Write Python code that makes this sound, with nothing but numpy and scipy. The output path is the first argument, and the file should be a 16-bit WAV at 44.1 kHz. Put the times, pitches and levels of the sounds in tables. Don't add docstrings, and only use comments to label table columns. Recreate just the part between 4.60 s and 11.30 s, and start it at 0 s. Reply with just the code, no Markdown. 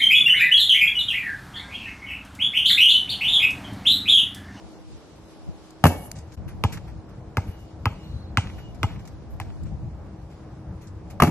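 import sys
import numpy as np
from scipy import signal
from scipy.fft import rfft, irfft
from scipy.io import wavfile
from scipy.ndimage import uniform_filter1d

SR = 44100
rng = np.random.default_rng(int(sys.argv[2]) if len(sys.argv) > 2 else 0)


def gain_from_db(level_db):
    decades = np.asarray(level_db, float) / 20
    return 10 ** decades


def dump(signal):
    limited = np.clip(np.atleast_2d(signal).T, -1, 1)
    pcm = np.round(limited * 32767).astype(np.int16)
    wavfile.write(sys.argv[1], SR, pcm)


N = 295581
OPPOSITE = np.array([[1], [-1]])


def span(seconds):
    return np.arange(int(seconds * SR)) / SR


def colour(x, points):
    hz, db = np.transpose(points)
    f = np.maximum(np.fft.rfftfreq(x.shape[-1], 1 / SR), 1)
    gain = gain_from_db(np.interp(np.log(f), np.log(hz), db))
    y = irfft(rfft(x) * gain, x.shape[-1])
    return y / np.sqrt(np.mean(y ** 2))


def band(x, hz, octaves):
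    edges = np.clip(hz * 2 ** np.array([-octaves / 2, octaves / 2]), 10, .45 * SR)
    return signal.sosfilt(signal.butter(2, edges, "band", fs=SR, output="sos"), x)


def walk(rate_hz):
    k = int(SR / rate_hz)
    held = np.repeat(rng.standard_normal(N // 200), k)[:N]
    return uniform_filter1d(uniform_filter1d(held, k), k)


def add(out, start_s, sound):
    i = int(start_s * SR)
    n = min(sound.shape[-1], N - i)
    out[..., i:i + n] += sound[..., :n]


def noises(side, size=N):
    mid, other = rng.standard_normal((2, size))
    return mid + side * other * OPPOSITE


def noise_burst(t, hz, octaves, t60_s):
    return band(rng.standard_normal(len(t)), hz, octaves) * gain_from_db(-60 * t / t60_s)


def ring(modes, t, push_s, longest_s, scatter_db, split, loose=1):
    hz, db, t60_s = np.transpose(modes)[:, :, None]
    chance = rng.standard_normal((4, 20, 1))[:, :len(modes)]
    chance[1::2] *= loose
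    decay = gain_from_db(db + scatter_db * chance[0] - 60 * t / np.minimum(t60_s, longest_s))
    first = np.sin(2 * np.pi * hz * t + np.pi * chance[1])
    second = np.sin(2 * np.pi * hz * (1 + split * chance[2]) * t + np.pi * chance[3])
    y = np.sum(decay * (first + second), axis=0) * (1 - np.exp(-t / push_s))
    return y / np.max(np.abs(y))


def chirp(t, hz, fall, rise_s, power):
    swell = (t / rise_s * np.exp(1 - t / rise_s)) ** power
    return swell * np.sin(2 * np.pi * hz * (t + fall * rise_s * (1 - np.exp(-t / rise_s))))


def spit(t, treble_db, top_db, t60_s):
    grit = noises(1.0, size=len(t))
    low = band(band(grit, 5600, 1.31), 5600, 1.31)
    top = band(band(grit, 11600, 0.3), 11600, 0.3) * gain_from_db([[3.], [-3.]])
    envelope = gain_from_db(-60 * t / t60_s) * (1 - np.exp(-t / 0.001))
    return (gain_from_db(treble_db - 1.5) * low + gain_from_db(top_db + 4.0) * top) * envelope


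# hz, level_db_per_hz
TOWN_SPECTRUM = [(88, -40.5), (150, -5), (270, -4.5), (318, -3.5), (370, -5), (710, -8), (795, -8.5),
                 (1060, -14.5), (3000, -34), (3900, -65.5), (6600, -120)]


def town():
    t = np.arange(N) / SR
    level_db, lull_s, lull_width_s, lull_db = -50.5, 0.266, .04, -6
    lull = lull_db * np.exp(-((t - lull_s) / lull_width_s) ** 2)
    noise = colour(noises(0.44), TOWN_SPECTRUM)
    swells = sum(band(noise, hz, 1.) * .25 * walk(14) for hz in (300, 700, 1500))
    noise = noise * gain_from_db(1.2 * walk(9)) + swells
    hum_hz = 318.4 * (1 + 0.01215 * walk(12))
    hum = gain_from_db(-53.5 + 2.6 * walk(7.2)) * np.sin(2 * np.pi * np.cumsum(hum_hz) / SR)
    return gain_from_db(level_db + lull) * noise + hum


# hz, level_db_per_hz
PORT_SPECTRUM = [(1060, -27.5), (1800, -2.5), (2320, 1), (2930, 0), (5090, -0.5), (9050, -8), (9880, -3.5),
                 (11400, 0), (12100, -10.5), (13600, -53), (14500, -55.5)]


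def hiss():
    t = np.arange(N) / SR
    drop_s, glow_db, glow_t60_s = 1.45, -57, 1.6
    noise = colour(noises(1.0), PORT_SPECTRUM)
    low = band(noise, 4300, 2.3) * gain_from_db(1.5 * walk(20))
    top = band(noise, 11200, .4) * gain_from_db(5 * walk(18))
    glow = sum(gain_from_db(db + glow_db - 60 * np.abs(t - s) / glow_t60_s) * (t > s)
               for s, db, *_ in BOUNCES + BLOWS)
    low_gain = gain_from_db(np.where(t < drop_s, -60, -67.5))
    top_gain = gain_from_db(np.where(t < drop_s, -72, -81))
    return (low_gain + glow) * low + (top_gain + gain_from_db(-2) * glow) * top


# hz, level_db_per_hz
WIND_SPECTRUM = [(12, -55), (20, -21.5), (65, 1.5), (197, -8), (288, -24.5), (321, -16.5), (372, -39.5),
                 (500, -32.5), (650, -36.5), (1100, -120)]
# start_s, level_db, port_difference_db
BREEZE_LEVELS = [(0, -60, 5), (.28, -68, 15), (.6, -53.5, -10), (.83, -64, 16), (1.2, -48.5, -10),
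                 (1.42, -37, -52), (1.75, -48, -1.5), (2.0, -37.5, -0.5), (2.45, -44.5, -6),
                 (2.9, -45, -25), (3.35, -37, -18), (3.75, -39, -18), (4.1, -41.5, -0.5),
                 (4.6, -43.5, -6.5), (4.949, -42.5, 3), (5.45, -37.5, -18), (5.8, -45, -44),
                 (6.57, -41, -11)]
# start_s, peak_db, length_s
WIND_BUFFETS = [(.05, -53, 0.036), (0.21, -58.5, 0.063), (0.354, -57, 0.038), (.45, -60, 0.027),
                (0.53, -56, 0.022), (0.622, -55, 0.047), (0.892, -49, 0.015), (1.58, -45, 0.02),
                (1.812, -40, 0.027), (1.869, -38, 0.018), (2.16, -43, 0.024), (2.372, -49, 0.036),
                (2.598, -47, 0.051), (2.878, -38, 0.025), (3.015, -47, 0.021), (3.107, -53, 0.013),
                (3.548, -40, 0.03), (3.84, -38, 0.043), (3.94, -58, 0.046), (4.238, -40, 0.024),
                (4.352, -42, 0.048), (4.739, -39, 0.02), (5.047, -34, 0.032), (5.137, -34, 0.016),
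                (5.254, -40.5, 0.056), (5.584, -48, 0.021), (6.088, -50.5, 0.23)]


def wind():
    t = np.arange(N) / SR
    start_s, *columns = np.transpose(BREEZE_LEVELS)
    breeze_db, side_db = (np.interp(t, start_s, c) for c in columns)
    buffets = sum(gain_from_db(db) * np.exp(-((t - s) / length_s) ** 2) for s, db, length_s in WIND_BUFFETS)
    flutter = gain_from_db([2.5 * walk(25), 3.5 * walk(14)])
    mid, side = colour(rng.standard_normal((2, N)), WIND_SPECTRUM) * flutter
    return (gain_from_db(breeze_db) + buffets) * (mid + gain_from_db(side_db) * side * OPPOSITE) * gain_from_db([[.9], [-.9]])


# start_s, length_s, pitch_hz, level_db, waver_0_to_1
FAR_WHISTLES = [(2.85, .28, 2905, -65, .004), (3.28, .27, 2905, -63, .005), (3.42, .3, 3950, -58, .08),
                (3.925, .2, 2905, -57, .004), (1.4, .1, 850, -51, .04)]


def whistles():
    out = np.zeros((2, N))
    for s, length_s, hz, db, waver in FAR_WHISTLES:
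        t = span(length_s)
        phase = 2 * np.pi * np.cumsum(hz * (1 + waver * walk(150)[:len(t)])) / SR
        swell = np.sin(np.pi * t / length_s) ** .5
        add(out, s, gain_from_db(db + 4 * walk(40)[:len(t)]) * np.sin(phase) * swell)
    return out


# delay_s, level_db
WALL_ECHOES = [(0.05, -38.5), (0.097, -36), (.129, -44), (0.208, -37)]


def street(x):
    t = span(0.79)
    noise = rng.standard_normal(len(t)) + .5 * rng.standard_normal((2, len(t)))
    tail = gain_from_db(-41) * band(noise, 490, 1.6) * gain_from_db(-60 * t / .5)
    tail += gain_from_db(-45.5) * band(noise, 5200, 3.8) * gain_from_db(-60 * t / 0.47)
    tail *= 1 - np.exp(-t / .012)
    wall = band(rng.standard_normal((2, 700)) * np.hanning(700), 790, 4.2) * 0.061
    for delay_s, db in WALL_ECHOES:
        add(tail, delay_s, gain_from_db(db) * wall)
    return signal.fftconvolve(x[None], tail, axes=1)[:, :N]


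def puff(length_s, grit_db, top_db, body_db):
    t = span(.2)
    x = t / max(length_s, .002)
    body = gain_from_db(body_db + 2.5) * band(rng.standard_normal(len(t)), 1640, 1.64)
    return (spit(t, grit_db - 12.0, top_db - 6.0, 3.8) + body) * np.sqrt(x) * np.exp(-2 * x) * 3


# start_s, grit_peak_db, sole_db, length_s,
# upper_port_ring_above_usual_db
SHOE_SCUFFS = [(1.5525, -35.5, -49, 0.056, -12), (1.718, -38, -50, 0.02, -14), (1.736, -40, -71, 0.023, 0),
               (1.877, -42, -45, 0.041, 5.5), (2.037, -39, -65, 0.0038, 29), (2.1215, -27, -35, 0.03, 0),
               (2.274, -60, -46.5, 0.034, 13), (2.488, -48.5, -53, 0.023, -3),
               (2.866, -47.5, -50.5, 0.072, 8), (2.986, -50, -65, 0.06, 2), (3.43, -60, -55, 0.074, 15),
               (3.9804, -50, -45, 0.03, 7), (4.145, -40, -52, 0.015, -5), (4.2864, -57, -44.5, 0.058, -2),
               (4.389, -44, -50, 0.028, -5), (4.70, -60, -73, 0.05, 17), (4.812, -53, -35.5, 0.01, 11),
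               (5.055, -48, -53, 0.041, -22), (5.6994, -50, -54.5, 0.045, -8),
               (6.2095, -44, -54, 0.061, -3), (6.269, -39, -77, 0.019, -20),
               (6.4994, -36.5, -45.5, 0.022, 2.5)]


def scuffs():
    out = np.zeros((2, N))
    for s, grit_db, sole_db, length_s, ring_db in SHOE_SCUFFS:
        add(out, s, puff(length_s, grit_db, grit_db - 12.5 + ring_db, sole_db))
    return out


# start_s, grit_peak_db, body_db, length_s
NET_SNAPS = [(1.1055, -28.5, -64, 0.0035), (1.515, -7, -32, 0.0018), (1.586, -28.5, -50, 0.0055),
             (1.774, -59, -49, 0.0069), (2.1714, -36, -32.5, 0.01), (2.606, -61, -55, 0.005),
             (3.8706, -52, -34, 0.0055), (3.898, -62, -37.5, 0.0057), (4.36, -59, -42.5, 0.006),
             (4.452, -37, -50, 0.012), (4.473, -33, -47, 0.013), (4.9014, -80, -43.5, 0.005),
             (5.0325, -39.5, -64, 0.0084)]


def snaps():
    out = np.zeros((2, N))
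    for s, grit_db, body_db, length_s in NET_SNAPS:
        add(out, s, puff(length_s, grit_db, grit_db - 18, body_db))
    return out


# time_s, level_db
NET_BRUSH = [(1.27, -35), (1.3, -47), (1.36, -56.5), (1.442, -50), (1.522, -57.5), (1.554, -63), (1.6, -86)]


def net():
    time_s, db = np.transpose(NET_BRUSH)
    spectrum = [(3500, -30), (6000, -12.5), (9000, -7), (11500, 3), (13500, -17.0)]  # hz, db
    level_db = np.interp(np.arange(N) / SR, time_s, db + 0.77, -120, -120) + 3.8 * walk(59.9)
    return colour(noises(0.94), spectrum) * gain_from_db(level_db)


# start_s, crack_peak_db, pole_db, steel_db, grit_db
BLOWS = [
    (1.2393, -14.5, -5, -11.5, -20),
    (1.2538, -20, -4.5, -11.5, -25),
    (1.2659, -19, -13.5, -26, -26),
    (6.601, -20, -19.5, -20, -32.5),
    (6.621, -14.5, -2.5, -10.5, -19.5),
    (6.6341, -26, -9.5, -14, -26.5),
    (6.6474, -27, -27, -42, -41),
    (6.6722, -34, -14, -35, -40),
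    (6.6773, -34, -13, -52, -52),
]
# pitch_hz, level_db, t60_s
POLE_MODES = [(111.4, -8, 0.089), (158.5, 5, 0.044), (241.4, -6, 0.08), (290, -15.5, 0.12),
              (324.4, -13, 0.21), (370, -18.5, 0.99)]
# pitch_hz, level_db, t60_s
STEEL_MODES = [(392.3, -4, 0.1), (601.5, -2.5, 0.098), (728, 9.5, 0.043), (835.5, -5, 0.3),
               (894, 1.5, 0.013), (941, 3.5, 0.031), (1213, 1, 0.074), (1613, -13.5, 0.48),
               (1960, -26.5, 0.31), (2270, -10, 0.093), (2090, -7, 0.07), (2190, -21.5, 0.1),
               (2670, -16, 0.51), (2870, -10, 0.078)]
# pitch_hz, level_db, t60_s
LONG_RING_MODES = [(2222, 0, .6), (2770, 0, .18), (2902, -10, .9), (1690, -3, .15)]
# start_s, peak_db, t60_s
POLE_SWAYS = [(1.2455, -4.5, 0.18), (6.6232, -8, 0.14)]
# start_s, peak_db, pitch_hz
RIM_SLAPS = [(1.238, -20.5, 1070), (6.599, -7, 1060), (6.6185, -8.5, 1106)]


def hoop():
    out, t = np.zeros((2, N)), span(.6)
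    for s, crack_db, pole_db, steel_db, grit_db in BLOWS:
        crack = -chirp(t, 850, fall=1.7, rise_s=.0014, power=1.4) + 1.2 * noise_burst(t, 2300, 1.2, .04)
        ring_db = crack_db - 27 + 4 * walk(45)[:len(t)]
        long_ring = ring(LONG_RING_MODES, t, .012, 1.6, 1.5, .004)
        add(out, s, gain_from_db(crack_db + 4.5) * crack + gain_from_db(ring_db) * long_ring)
        add(out, s, spit(t, grit_db + 7.5, grit_db + 8, 0.017))
        add(out, s, spit(t, grit_db - 15.0, grit_db - 19.5, 0.33))
        add(out, s, gain_from_db(pole_db - 1.5) * ring(POLE_MODES, t, 0.004, 0.083, 1.5, 0.046, loose=0.3))
        rattle = 3.7 * noise_burst(t, 600, 1.67, 0.0388)
        steel = gain_from_db(steel_db + 3.0) * (ring(STEEL_MODES, t, 0.00031, 0.18, 1.0, 0.014) + rattle)
        add(out, s, steel + 0.44 * band(steel, 730, 1.8) * OPPOSITE)
    for s, db, t60_s in POLE_SWAYS:
        add(out, s, gain_from_db(db - 60 * t / t60_s) * np.sin(2 * np.pi * 87 * t))
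    for s, db, hz in RIM_SLAPS:
        add(out, s, gain_from_db(db) * chirp(t, hz, fall=0.33, rise_s=0.0034, power=6.1))
    return signal.sosfilt(signal.butter(2, 55, "high", fs=SR, output="sos"), out)


# start_s, slap_peak_db, thump_db, slap_pitch_hz, grit_db
BOUNCES = [
    (2.038, -7.5, -21.5, 950, -35.5),
    (2.77, -9.5, -24, 1270, -39.5),
    (3.256, -6, -23, 1030, -56),
    (3.772, -3.5, -22.5, 1260, -30.5),
    (4.231, -9, -23.5, 1166, -37),
    (4.8, -19.5, -37.5, 855, -44.5),
]
# pitch_hz, level_db, t60_s
BALL_MODES = [(733, -5, 0.028), (1270, -12.5, 0.3), (1644, -16.5, 0.39), (2070, -18, 0.69),
              (2170, -31, 0.18), (2860, -39, 0.031), (2510, -18, 0.2), (2910, -22, 0.39), (3180, -22, 0.66)]


def dribble():
    out, t = np.zeros((2, N)), span(.6)
    for s, slap_db, thump_db, hz, grit_db in BOUNCES:
        skin = -chirp(t, 0.756 * hz, fall=1.296, rise_s=0.0017, power=4.2)
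        skin += 0.91 * chirp(t, 1986, fall=0.98, rise_s=0.00037, power=0.79)
        skin += 0.69 * noise_burst(t, 2380, 1.62, 0.017)
        air = ring(BALL_MODES, t, 0.0049, 0.07, 5, 0.04)
        add(out, s, gain_from_db(slap_db - 5.5) * (skin + gain_from_db(-11) * air))
        add(out, s + 0.00053, gain_from_db(thump_db - 1.0) * chirp(t, 154.4, fall=1.475, rise_s=0.0094, power=4.1))
        add(out, s, gain_from_db(thump_db + 12) * noise_burst(t, 374, 2.18, 0.07))
        add(out, s + .0097, gain_from_db(thump_db + 2.0) * chirp(t, 783, fall=0.47, rise_s=0.0022, power=1.0))
        add(out, s - .0005, gain_from_db(thump_db + 9) * chirp(t, 72, fall=1.2, rise_s=.0165, power=5.5))
        add(out, s, spit(t, grit_db + 15.5, -27.5, 0.011) + spit(t, grit_db - 3.0, -75, 0.18))
    return out


def scene():
    background = town() + hiss() + wind() + whistles()
    rim, ball = hoop(), dribble()
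    echoes = street((ball + gain_from_db(1) * rim).mean(axis=0))
    return background + echoes + scuffs() + snaps() + net() + rim + ball


# pitch_hz, left_lead_rad
PORT_LEAD = [(0, 0), (1900, 0), (3500, 3.1), (12000, 12.4), (15000, 13)]


def ports(dry):
    hz, lead_rad = np.transpose(PORT_LEAD)
    turn = np.exp(-1j * np.interp(np.fft.rfftfreq(N, 1 / SR), hz, lead_rad))
    return np.array([dry[0] * gain_from_db(2.29), irfft(rfft(dry[1]) * turn, N) * gain_from_db(2.35)])


def holes(x, share, quiet_db):
    hz, s, z = signal.stft(x, SR, nperseg=512)
    patch = rng.random((60, len(s) // 8 + 1))
    chance = patch[np.sqrt(hz / 7).astype(int)][:, np.arange(len(s)) // 8]
    odds = share * (hz[:, None] > 2400) * (1 + (hz[:, None] / 6000) ** 3)
    drop = (chance < odds) & (np.abs(z).mean(axis=0) < gain_from_db(quiet_db))
    return signal.istft(z * np.where(drop, .05, 1), SR, nperseg=512)[1][:, :N]


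def band_limit(x):
    return signal.sosfilt(signal.butter(12, 15010, fs=SR, output="sos"), x)


def record(dry):
    change_s, width_s = 1.762, .014
    x = ports(dry) * np.clip(np.abs(np.arange(N) / SR - change_s) / width_s, .06, 1)
    x = np.tanh(.8 * x) / .8
    x = signal.sosfilt(signal.ellip(6, 1, 32, 12900, fs=SR, output="sos"), x)
    return band_limit(holes(x, share=.045, quiet_db=-68))


dry = scene()
out = record(dry)
dump(out)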